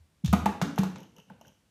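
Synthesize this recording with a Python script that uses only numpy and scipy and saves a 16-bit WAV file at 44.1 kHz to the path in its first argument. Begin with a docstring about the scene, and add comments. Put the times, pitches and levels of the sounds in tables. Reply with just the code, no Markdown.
"""A faint low hum dies away, then a light plastic bottle clatters down a stair onto a wooden floor,
bounces end over end and rocks to rest. Each landing is a clack of the thin shell, a thud of the
boards and a short hollow ring; then its ribs tick over a soft rumble as it rolls.
Heard from up the stairs, in a bare hallway."""
import sys
import numpy as np
from scipy import signal
from scipy.fft import rfft, irfft
from scipy.io import wavfile
from scipy.ndimage import uniform_filter1d

SR = 44100
rng = np.random.default_rng(int(sys.argv[2]) if len(sys.argv) > 2 else 0)


def to_wav(s):
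    """Save 16-bit WAV."""
    ch = np.atleast_2d(s).T  # columns
    pcm = np.round(np.clip(ch, -1, 1) * 32767)  # PCM
    wavfile.write(sys.argv[1], SR, pcm.astype(np.int16))


N = 74970
T = np.arange(N) / SR
HZ = np.maximum(np.arange(N + 1) * SR / (2 * N), 1)
BURST_SAMPLES = 4096
MIC_LOW_HZ, CUTOFF_HZ = 58, 15300

# Tone of the quiet house. Each row: frequency in Hz, relative level in dB.
ROOM_TONE_EQ = [(15, -56), (25, -44.5), (37, -17.5), (59, -4.5), (114, -12), (149, -9.5), (427, -23.5),
                (531, -24), (9570, -35.5), (16000, -45.5)]
# Decay of the hallway. Each row: frequency in Hz, t60 in seconds.
HALL_DECAY = [(100, 0.39), (190, 0.53), (330, 0.72), (1000, 0.43), (3000, 0.5447), (6500, 0.47),
              (13000, 0.31)]
# Tone of the hallway's tail. Each row: frequency in Hz, gain in dB.
HALL_EQ = [(80, -2), (190, -6), (330, 5), (800, -6), (1400, 0), (3000, -2), (6500, -4), (13000, -6)]
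SETTLED_FROM_S, SETTLED_SEND_DB = 0.95, -3   # the last small taps sound drier

# Swells of the rolling bottle. Each row: time in seconds, level in dB.
ROLL_FADER = [(.9, -85), (.98, -48), (1.05, -56.5), (1.12, -72), (1.19, -51.5), (1.26, -78), (1.31, -53.5),
              (1.40, -65.5), (1.47, -55), (1.52, -64.5), (1.57, -82.5)]
# Tone of its rumble. Each row: frequency in Hz, relative level in dB.
ROLL_EQ = [(50, -26), (90, -4), (200, 4), (340, -16), (520, -4.5), (680, -16.5), (880, -8.5), (1200, -27.5),
           (3000, -23), (15000, -74)]
# Ribs touching the floor. Each row: start in seconds, level in dB, the lowest resonance's
# offset from that level in dB, its pitch in Hz.
RIB_TICKS = [(0.2474, -49, 7, 3490), (.759, -49.5, -3, 2900), (.983, -53.5, -4, 2870),
             (1.003, -54.5, -3, 2980), (1.031, -55.5, 1.5, 3000), (1.1643, -56, 2, 2970),
             (1.183, -56.5, 1.5, 2860), (1.199, -59.5, 9, 2880), (1.412, -55, -0.5, 2900),
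             (1.454, -63.5, 7.5, 2880), (1.469, -59, -1, 2990), (1.48, -55.5, -0.5, 3080)]
# Upper resonances of the ribs. Each row: centre in Hz, width in Hz, offset from the tick in dB.
RIB_RESONANCES = [(6050, 1200, -0.5), (12060, 1900, -6.5)]
LOW_RIB_WIDTH_HZ = 390

# Floorboard modes. Each row: pitch in Hz, relative level in dB, t60 in seconds.
BOARD_MODES = [(79.6, 5, 0.25), (95.36, -1.5, 0.31)]
# Heavy landings. Each row: start in seconds, thud level in dB, its swell in seconds, its first and
# last pitch in Hz, board boom gain in dB, hollow ring level in dB, its pitch in Hz, its length in
# seconds, its sag in Hz per second.
HEAVY_LANDINGS = [(0.237, -18, 0.012, 207, 87, -42, -44, 262, .03, 0),
                  (0.329, -10.5, 0.0071, 204, 194, -36.5, -33.5, 265.3, 0.052, 0),
                  (.457, -24, .007, 162, 231, -50, -25, 200.5, 0.046, 59),
                  (.618, -19, 0.0081, 140.3, 195.6, -55.5, -38, 225.1, 0.16, -1),
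                  (.643, -27, 0.0075, 238, 288, -69, -38.5, 310, 0.1, 496),
                  (.788, -15, .006, 164, 179, -58.5, -23, 190, 0.1, 19),
                  (1.302, -45.5, .009, 215.4, 185, -71, -65.5, 230, .07, -0.5)]
REBOUND_S, REBOUND_DB = 0.277, -21.5   # the boards spring back after the first landing

# Tone of the plastic shell. Each row: frequency in Hz, gain in dB.
SHELL_EQ = [(330, 6), (560, 5), (800, 9), (1050, 5), (1300, 4), (1800, -1.5), (2600, 0), (3800, 1.5),
            (4800, -3.5), (6300, -0.5), (8000, -5), (10000, -3), (12000, 1), (15000, -7)]
# Hits on the shell. Each row: start in seconds, knock level in dB, its pitch in Hz, its t60 in
# seconds, then the clack, crack and snap levels in dB going into the shell's EQ.
SHELL_HITS = [(0.246, -57, 583, 0.033, -51, -42.5, -51), (0.2587, -59.5, 910, 0.035, -55.5, -35, -42),
              (.278, -52, 1790, .03, -50.5, -41, -54), (0.3282, -26.5, 1230, 0.059, -31, -36, -31.5),
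              (.3325, -24.5, 709, 0.05, -30, -33, -54), (.335, -31.5, 1000, 0.049, -31, -41.5, -46),
              (0.4577, -20.5, 1059, 0.0094, -26.5, -36, -37), (0.4617, -17.5, 869.5, .04, -38.5, -44, -51),
              (.615, -38.5, 914, 0.023, -27.5, -31, -43), (0.6224, -35.5, 1410, 0.024, -50, -36, -40),
              (.779, -29.5, 835, 0.024, -32.5, -47.5, -48), (.785, -35.5, 452, 0.027, -40, -34.5, -35),
              (0.8333, -31, 849, 0.025, -37, -40, -42.5), (.958, -44, 846, 0.027, -45.5, -48, -72),
              (1.183, -60, 1330, 0.035, -66, -66, -83.5), (1.2999, -48, 1540, 0.017, -65.5, -67, -67),
              (1.303, -48.5, 873, 0.041, -62, -86.5, -90), (1.412, -46, 688, 0.017, -72, -67, -72.5),
              (1.4155, -50.5, 884, 0.027, -76, -79.5, -90.5), (1.4497, -56.5, 1560, .022, -70, -81.5, -82)]
CLACK_HZ, CRACK_HZ, SNAP_HZ = 240, 2260, 7600   # lower edges of the three registers


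def from_db(db):
    """Decibels to gain."""
    return 10 ** (np.asarray(db) / 20)


def at_hz(points, hz):
    """Read a table on a log-frequency axis."""
    frequencies, values = np.transpose(points)
    return np.interp(np.log(hz), np.log(frequencies), values)


def equalise(x, curve):
    """Minimum-phase EQ that follows a curve of gains in dB."""
    cepstrum = irfft(np.log(from_db(at_hz(curve, HZ))))
    cepstrum[1:N] *= 2
    cepstrum[N + 1:] = 0
    return irfft(rfft(x, 2 * N) * np.exp(rfft(cepstrum)))[:N]


def noise_bed(curve):
    """Steady noise shaped by an EQ curve, rms 1."""
    x = equalise(rng.standard_normal(N), curve)
    return x / x.std()


def band_noise(low_hz, high_hz):
    """Noise in one band, rms 1."""
    sos = signal.butter(2, [low_hz, min(high_hz, SR / 2 - 100)], "band", fs=SR, output="sos")
    x = signal.sosfilt(sos, rng.standard_normal(N))
    return x / x.std()


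def decay(t60, attack_s=1e-4, size=N):
    """Envelope with a quick attack and an exponential fall of 60 dB in t60 seconds."""
    return (1 - np.exp(-T[:size] / attack_s)) * from_db(-60 * np.minimum(T[:size] / t60, 10))


def mode(hz, t60, attack_s):
    """One struck resonance."""
    return 2 * np.sin(2 * np.pi * hz * T) * decay(t60, attack_s)


def burst(low_hz, high_hz, t60):
    """Crowded, quickly damped modes within a band, evened so that no single one stands out."""
    envelope = decay(t60, size=BURST_SAMPLES)
    x = rng.standard_normal(BURST_SAMPLES) * envelope
    for _ in range(3):
        x = irfft(np.exp(1j * np.angle(rfft(x))))   # flatten the spectrum
        local_rms = np.sqrt(np.abs(uniform_filter1d(x ** 2, size=64)) + 1e-18)
        x = x * envelope / local_rms
    x = signal.sosfilt(signal.butter(3, [low_hz, high_hz], "band", fs=SR, output="sos"), x)
    return x * np.sqrt(np.sum(envelope ** 2) / np.sum(x ** 2))


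def add(out, start_s, db, sound):
    """Mix a sound in at a time and gain."""
    start = int(start_s * SR)
    out[start:start + len(sound)] += from_db(db) * sound[:N - start]


def room_tone():
    """The hush of the house, with a low hum that dies away at the start."""
    hush = from_db(-69) * noise_bed(ROOM_TONE_EQ)
    hum = from_db(-54) * mode(hz=80, t60=0.19, attack_s=0.0027)
    return hush + hum


def hallway(send):
    """The bare hallway's diffuse reverb, dying soonest in the high treble."""
    tail = np.zeros(N)
    edges_hz = np.geomspace(50, 18000, 13)
    for low, high in zip(edges_hz, edges_hz[1:]):
        t60 = at_hz(HALL_DECAY, np.sqrt(low * high))
        band = band_noise(low, high) * decay(t60, attack_s=0.0025)
        tail += band * np.sqrt(2 * (high - low) / SR / np.sum(band ** 2))   # equal energy per Hz
    return signal.fftconvolve(send, equalise(tail, HALL_EQ))[:N]


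def rolling_rumble():
    """The bottle rolls on the boards, its rumble coming and going as it rocks to rest."""
    fader_db = np.interp(T, *np.transpose(ROLL_FADER), left=-120)
    return from_db(fader_db) * noise_bed(ROLL_EQ)


def rib_ticks():
    """Each rib gives a click and three bright resonances; the lowest varies with the point of contact."""
    ticks = np.zeros(N)
    for start_s, db, low_db, low_hz in RIB_TICKS:
        for hz, width, offset_db in [(low_hz, LOW_RIB_WIDTH_HZ, low_db), *RIB_RESONANCES]:
            add(ticks, start_s, db + offset_db, burst(hz - width / 2, hz + width / 2, t60=0.022))
        add(ticks, start_s, db - 5.5, burst(CRACK_HZ, CUTOFF_HZ, t60=0.0068))   # the bare touch
    return ticks


def thud(swell_s, first_hz, last_hz):
    """A few low cycles that swell and fade, their pitch bending as the bottle flexes."""
    swells = np.minimum(T / swell_s, 20)
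    bend = np.minimum(swells / 2.84, 1)   # complete after 2.84 swell times
    hz = first_hz + (last_hz - first_hz) * bend
    envelope = (swells * np.exp(1 - swells)) ** 2
    return np.sin(2 * np.pi * np.cumsum(hz) / SR) * envelope


def hollow_ring(hz, length_s, sag_hz_per_s):
    """The hollow body's note swells, holds and is damped; a positive sag sinks its pitch."""
    phase = 2 * np.pi * np.cumsum(hz - sag_hz_per_s * T) / SR
    attack = 1 - np.exp(-T / 0.0078)
    damping = np.exp(-np.minimum(T / length_s, 10) ** 2)
    return np.sin(phase) * attack * damping


def landings():
    """The weight thuds on the boards, which boom, and the hollow bottle rings on."""
    thuds, rings = np.zeros((2, N))
    boom = sum(from_db(db) * mode(hz, t60, attack_s=0.04) for hz, db, t60 in BOARD_MODES)
    add(thuds, REBOUND_S, REBOUND_DB, boom)
    for start_s, thud_db, swell_s, first_hz, last_hz, boom_db, ring_db, *ring_shape in HEAVY_LANDINGS:
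        add(thuds, start_s, thud_db, thud(swell_s, first_hz, last_hz))
        add(thuds, start_s, boom_db, boom)
        add(rings, start_s, ring_db, hollow_ring(*ring_shape))
    return thuds, rings


def shell_hits():
    """Each hit rings the bottle's wall where it lands, and the shell's dense modes in three registers."""
    knocks, clatter = np.zeros((2, N))
    for start_s, knock_db, knock_hz, knock_t60, clack_db, crack_db, snap_db in SHELL_HITS:
        add(knocks, start_s, knock_db, mode(knock_hz, knock_t60, attack_s=0.00037))
        add(clatter, start_s, clack_db, burst(CLACK_HZ, CRACK_HZ, t60=0.047))
        add(clatter, start_s, crack_db, burst(CRACK_HZ, SNAP_HZ, t60=0.05))
        add(clatter, start_s, snap_db, burst(SNAP_HZ, CUTOFF_HZ, t60=0.032))
    return knocks, equalise(clatter, SHELL_EQ)


def scene():
    """Mono mix of the bottle, its hallway reverb and the quiet of the house."""
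    knocks, clatter = shell_hits()
    thuds, rings = landings()
    ticks = rib_ticks()
    direct = knocks + clatter + thuds + rings + ticks
    send = clatter + from_db(-2.5) * knocks + from_db(-2) * thuds + from_db(2) * ticks
    send += from_db(-8) * rings   # the hollow ring is kept nearly dry, so its note sounds steady
    send *= from_db(SETTLED_SEND_DB * (T > SETTLED_FROM_S))
    return (direct + hallway(send) + rolling_rumble() + room_tone())[None]


def record(dry):
    """The small microphone loses the deep bass; the top is cut steeply."""
    low_cut = signal.butter(3, MIC_LOW_HZ, "high", fs=SR, output="sos")
    high_cut = signal.ellip(10, .3, 70, CUTOFF_HZ, fs=SR, output="sos")
    return signal.sosfilt(high_cut, signal.sosfilt(low_cut, dry))


dry = scene()
out = record(dry)
to_wav(out)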